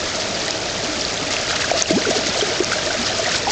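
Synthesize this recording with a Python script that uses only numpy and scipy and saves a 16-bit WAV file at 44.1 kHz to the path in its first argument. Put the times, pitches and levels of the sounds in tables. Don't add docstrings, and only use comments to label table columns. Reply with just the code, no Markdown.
import sys
import numpy as np
from scipy import signal
from scipy.fft import rfft, irfft
from scipy.io import wavfile
from scipy.ndimage import uniform_filter1d

SR = 44100
rng = np.random.default_rng(int(sys.argv[2]) if len(sys.argv) > 2 else 0)


def invert_db(level):
    return 10 ** (np.asarray(level, dtype=float) / 20)


def put_to_file(sound):
    columns = np.atleast_2d(sound).T
    safe = np.clip(columns, -1, 1)
    whole_steps = np.round(safe * 32767)
    wavfile.write(sys.argv[1], SR, whole_steps.astype(np.int16))


N = 154791

# f/Hz, level/dB
BODY_COLOUR = [(18, -16.5), (60, -10.5), (110, -6.5), (150, -9.5), (370, -6), (540, -6.5), (635, -1),
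               (740, -8.5), (1050, -15), (1400, -29), (2300, -90)]
# f/Hz, level/dB
FIZZ_COLOUR = [(620, -21), (1050, -8.5), (1210, -3), (1560, -3), (2890, -4.5), (4940, -3), (7000, -7.5),
               (8080, -19), (8920, -36.5), (11600, -77.5), (19600, -120)]
# t/s, level/dB
STONE_CHURN = [(0.0, -23.5), (0.03, -24), (0.48, -24), (0.51, -21.5), (0.52, -25.5), (1.3, -24),
               (1.31, -22.5), (1.47, -24), (1.5, -22), (1.75, -22), (1.83, -13), (1.84, -20), (1.93, -21.5),
               (3.09, -21.5), (3.1, -23), (3.35, -19), (3.44, -25.5), (3.51, -18.5)]
# centre t/s, boost/dB, half length/s
SPLASH_SWELLS = [(1.326, 3, 0.013), (1.51, 5.5, 0.015), (1.562, 6, 0.0066), (1.619, 3, 0.012),
                 (1.718, 1.5, 0.013), (1.915, 8, 0.0099), (2.113, 5, 0.0086), (2.17, 2.5, 0.014),
                 (2.277, 4.5, 0.012), (2.412, 2.5, 0.017), (2.722, 3.5, 0.012), (3.078, 3.5, 0.014),
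                 (3.335, 2, 0.025)]
# t/s, peak level/dB, f/Hz, ring/cycles
NEAR_SPRAY = [(0.1476, -11, 4220, 4), (0.1999, -9, 4380, 4), (0.3105, -12, 4800, 4), (0.4025, -10, 5330, 5),
              (0.4155, -11, 4200, 6), (0.4265, -13, 5700, 4), (0.4806, -9, 7000, 2), (0.5118, -11, 4700, 3),
              (0.5775, -13, 6500, 3), (0.6988, -10, 4270, 4), (0.839, -12, 4290, 4), (1.0128, -6, 4900, 4),
              (1.0145, -9, 4900, 5), (1.0545, -13, 4300, 4), (1.3075, -8, 6600, 4), (1.3362, -7, 6200, 4),
              (1.3987, -11, 3020, 3), (1.4135, -9, 6100, 4), (1.479, -11, 4910, 4), (1.4965, -9, 3890, 4),
              (1.6177, -11, 5010, 3), (1.7379, -12, 4470, 4), (1.9111, -10, 4730, 4),
              (2.0268, -11, 4420, 4), (2.1086, -11, 5270, 4), (2.1625, -12, 5940, 4),
              (2.5945, -11, 5600, 3), (2.9946, -12, 3350, 4), (3.3608, -9, 4300, 8), (3.364, -11, 3500, 7),
              (3.383, -12, 7200, 6), (3.457, -11, 4730, 4)]
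# t/s, peak level/dB, f/Hz, ring/cycles, pitch rise/share
RISING_CHIRPS = [(0.349, -12, 4700, 24, .06), (1.506, -14, 1400, 9, .12), (1.527, -13, 1300, 9, .14),
                 (1.540, -15, 2500, 10, .12), (1.565, -16, 1950, 7, .05), (1.594, -17, 1600, 8, .06),
                 (1.604, -17, 1550, 10, .03), (1.621, -15, 2800, 12, .06), (1.630, -20, 2100, 12, .1),
                 (1.704, -16, 2300, 16, .1), (1.478, -20, 1900, 8, .03), (1.020, -15, 3100, 9, .06),
                 (1.3695, -15, 2000, 8, .04), (1.339, -14, 3300, 12, .15), (2.410, -7, 3150, 14, .02),
                 (2.103, -14, 520, 7, .14)]
# t/s, peak level/dB, f/Hz, ring/cycles
MIDDLE_BUBBLES = [(0.4804, -15.5, 1910, 7.1), (1.308, -16, 1990, 6.0), (1.3662, -7, 2600, 2.6),
                  (1.5115, -11, 1700, 4), (1.6192, -13, 1830, 4.2), (1.698, -15, 1550, 4.6),
                  (2.0198, -18, 1930, 5.2), (2.0523, -9.5, 1417, 4.8), (2.2662, -10, 2010, 1.8),
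                  (2.623, -19, 1570, 6.0), (2.718, -13, 1330, 4.5), (2.783, -15, 1580, 6.0),
                  (2.9047, -13, 1480, 6.0), (3.259, -11.5, 1890, 7), (3.313, -15, 1710, 6.0)]
# t/s, peak level/dB, f/Hz, ring/cycles
DROPLETS = [(0.4806, -8, 4000, 1.8), (0.5077, -7, 6420, 4.2), (0.5075, -4.5, 4970, 3.8),
            (1.0096, -9, 5600, 5), (1.0507, -5.5, 4370, 4.2), (1.1746, -9.5, 3460, 4.2),
            (1.3362, -13, 2600, 3), (1.56, -12, 4840, 4.2), (1.7774, -11.5, 4320, 3.8),
            (1.7923, -5, 4570, 4.2), (1.8228, 5.5, 6210, 4.8), (1.8585, -8, 2780, 4.2),
            (2.2687, -8, 4660, 3.9), (2.2957, -9, 4220, 4.7), (2.6359, -9, 6380, 4.2),
            (2.6452, -1, 5600, 1.8), (3.03, -11.5, 4950, 4.2), (3.0667, -9, 5070, 4.2),
            (3.1857, -11, 4740, 4.2), (3.2926, -9, 4600, 2.5)]
# t/s, peak level/dB, f/Hz, ring/cycles, pitch rise/share
LARGE_POCKETS = [(0.881, -21.5, 302, 8.1, 0.035), (1.398, -19, 694, 2.1, .02),
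                 (1.523, -19.5, 760, 5.9, .02), (1.714, -2.5, 660, 3, 0.016), (1.732, -13, 520, 6, 0.035),
                 (1.744, -12.5, 660, 9, 0.01), (1.907, -1, 330, 2.3, -0.024), (1.922, -12.5, 650, 13, .03),
                 (1.901, -14, 605, 4.4, .02), (2.065, -11, 445, 3.5, 0.0032), (2.086, -5.5, 390, 2.5, -.02),
                 (2.108, -13, 650, 5, 0.072), (2.123, -13.5, 640, 7, 0.06), (2.155, -13.5, 420, 6, -0.011),
                 (2.263, -16, 313, 2.6, 0.0053), (2.388, -14, 630, 6, 0.073),
                 (2.423, -7.5, 406, 3.5, 0.032), (2.602, -4.5, 370, 3.3, -0.0086),
                 (2.858, -18, 588, 9.8, .04), (2.948, -15, 600, 3.7, 0.0106),
                 (2.983, -18.5, 237.5, 6.8, 0.0094), (3.190, -14, 661, 9, 0.001), (3.275, -16, 700, 7, .01),
                 (3.472, -12.5, 790, 14, 0.054)]
# t/s, peak level/dB, f/Hz, ring/cycles
TRAILING_GURGLES = [(1.773, -22, 622, 8.6), (2.098, -15, 470, 3), (1.914, -10, 620, 6),
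                    (1.963, -17, 270, 5), (1.955, -20, 820, 8), (1.925, -19, 460, 6), (2.190, -18, 660, 5),
                    (2.146, -22, 720, 9), (2.078, -18, 330, 3), (2.016, -21, 450, 5), (2.372, -16, 480, 4),
                    (2.355, -17.5, 660, 6), (2.29, -17, 190, 2), (1.560, -15, 2660, 3.3),
                    (1.867, -21, 776, 5), (1.814, -18, 700, 5.4), (2.099, -15, 230, 2.2),
                    (2.176, -16, 470, 3), (2.178, -19, 250, 4), (2.281, -18, 592, 6),
                    (2.286, -24.5, 167, 1.3), (2.438, -15, 630, 1.5), (2.471, -18, 444, 3.9),
                    (2.492, -22, 339, 3), (2.510, -18.5, 448, 6), (2.525, -21, 630, 6),
                    (2.622, -15, 373, 2.8), (2.755, -19, 600, 9.9), (2.900, -18.5, 679, 8.9),
                    (3.100, -23, 722, 15), (3.222, -22, 434, 6.7), (3.469, -16, 900, 4),
                    (2.731, -11.5, 1480, 7), (2.870, -17, 1760, 10), (3.345, -16, 1470, 9),
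                    (1.6425, -12.5, 1560, 5.1)]

SMALL_RISE = 0.031
GULP_S = 1.926


def evened(x):
    return x / np.sqrt(np.mean(x ** 2) + 1e-20)


def colour(x, points):
    z = rfft(x)
    hz = np.fft.rfftfreq(len(x), 1 / SR)
    f, db = np.transpose(points)
    flat = np.sqrt(uniform_filter1d(abs(z) ** 2, size=201)) + 1e-9
    shape = invert_db(np.interp(np.log(hz + 1), np.log(f + 1), db, -90, -90))
    return evened(irfft(z / flat * shape, len(x)))


def flicker(per_s):
    smooth = uniform_filter1d(rng.standard_normal(N), int(SR / per_s))
    return evened(uniform_filter1d(smooth, int(SR / per_s / 2)))


def bubble(hz, cycles, rise):
    cycles = max(cycles, 0.4)
    u = np.arange(0, 2.5 * cycles / hz, 1 / SR) * hz / cycles * 2
    swell = (u * np.exp(1 - u)) ** 1.42
    pitch = np.minimum(hz * (1 + rise * (u - 1)), SR / 3)
    return swell * np.sin(2 * np.pi * np.cumsum(pitch) / SR)


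def add(mix, s, sound):
    part = mix[round(s * SR):][:len(sound)]
    part += sound[:len(part)]


def bubbles(events, trim_db, stretch):
    layer = np.zeros(N)
    for s, db, hz, cycles, *own_rise in events:
        rise = own_rise[0] if own_rise else SMALL_RISE
        add(layer, s, invert_db(db + trim_db) * bubble(hz, cycles * stretch, rise))
    return layer


def cloud(lo_hz, hi_hz, per_s, spread_db, cycles, rise, clump_db, count):
    clumps = invert_db(clump_db * flicker(49.0))
    out = np.zeros(N)
    for hz in np.geomspace(lo_hz, hi_hz, count):
        popping = rng.random(N) < per_s / count / SR
        size_db = spread_db * np.minimum(rng.exponential(1, N), 5)
        sign = rng.choice([-1., 1.], N)
        pops = popping * invert_db(size_db) * sign
        out += signal.oaconvolve(pops * clumps, bubble(hz, cycles, rise))[:N] * np.sqrt(hz)
    return evened(out)


def rush():
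    seconds = np.arange(N) / SR
    t, db = np.transpose(STONE_CHURN)
    churn_db = np.interp(seconds, t, db) + 24.5
    splash_db = sum(db * np.exp(-((seconds - s) / half) ** 2) for s, db, half in SPLASH_SWELLS)

    low = cloud(150, 1050, 400, 2.2, 5.5, .02, .8, count=16)
    low = low + invert_db(-6.5) * rng.standard_normal(N)
    low = low + invert_db(1.5) * colour(rng.standard_normal(N), BODY_COLOUR)

    high = cloud(1050, 6137, 2500, 1.94, 6.87, 0.022, 0.38, count=24)
    high = high + invert_db(4.0) * rng.standard_normal(N)
    high = high + invert_db(-2.0) * cloud(4450, 9160, 900, 1.9, 2.4, .02, 3.0, count=8)
    high = high + invert_db(-4.5) * cloud(7600, 9400, 600, 3.3, 4.5, .01, 4.5, count=4)

    body = invert_db(-27.5 + 0.19 * churn_db) * colour(low, BODY_COLOUR)
    fizz = invert_db(-25.2 + 0.67 * churn_db + splash_db) * colour(high, FIZZ_COLOUR)
    return body + fizz


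def spray():
    return bubbles(NEAR_SPRAY, -4.0, 0.9)


def chirps():
    return bubbles(RISING_CHIRPS, -5.0, 0.85)


def middle_bubbles():
    return bubbles(MIDDLE_BUBBLES, -3.0, 1.4)


def droplets():
    return bubbles(DROPLETS, -3.0, 1.4)


def plops():
    return bubbles(LARGE_POCKETS, -2.5, 1.09)


def gurgles():
    return bubbles(TRAILING_GURGLES, -1.5, 0.92)


def gulp():
    length_s, start_hz, end_hz, bend = .061, 180, 560, 3.7
    u = np.arange(0, length_s, 1 / SR) / length_s
    turn = 2 * np.pi * np.cumsum(start_hz + (end_hz - start_hz) * u ** bend) / SR
    fades = np.minimum(1, np.minimum(u / 0.12, (1 - u) / 0.07))
    level = invert_db(-12.5 + 1.5 * (u - .5)) * fades
    return level * (np.sin(turn) + invert_db(-22) * np.sin(2 * turn))


def scene():
    small = spray() + middle_bubbles() + droplets()
    big = chirps() + plops() + gurgles()
    add(big, GULP_S, gulp())
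    wobble = invert_db(1.6 * flicker(220.))
    return (rush() + small + big * wobble)[None]


def ground_reflection(x):
    notch_hz, width_hz = 1068, 53
    notched = signal.lfilter(*signal.iirnotch(notch_hz, notch_hz / width_hz, SR), x)
    return notched * 0.44 + x * 0.54


def limiter(x):
    peak_db = 20 * np.log10(abs(x[0]) + 1e-9)
    fall = np.arange(N) * 156.0 / SR
    over_db = np.maximum(np.maximum.accumulate(peak_db + fall) - fall + 8.5, 0)
    held = uniform_filter1d(np.roll(over_db, round(0.0011 * SR)), size=45)
    return x / invert_db(.75 * held)


def low_pass(x):
    return signal.sosfilt(signal.butter(12, 9070, fs=SR, output="sos"), x)


def record(dry):
    x = limiter(ground_reflection(dry))
    x = x / (1 + (x / invert_db(-2.2)) ** 4) ** .25
    band_limit = signal.firwin(161, 8960, window=("kaiser", 9), fs=SR)
    x = signal.oaconvolve(x, band_limit[None], "same")
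    return low_pass(x)


dry = scene()
out = record(dry)
put_to_file(out)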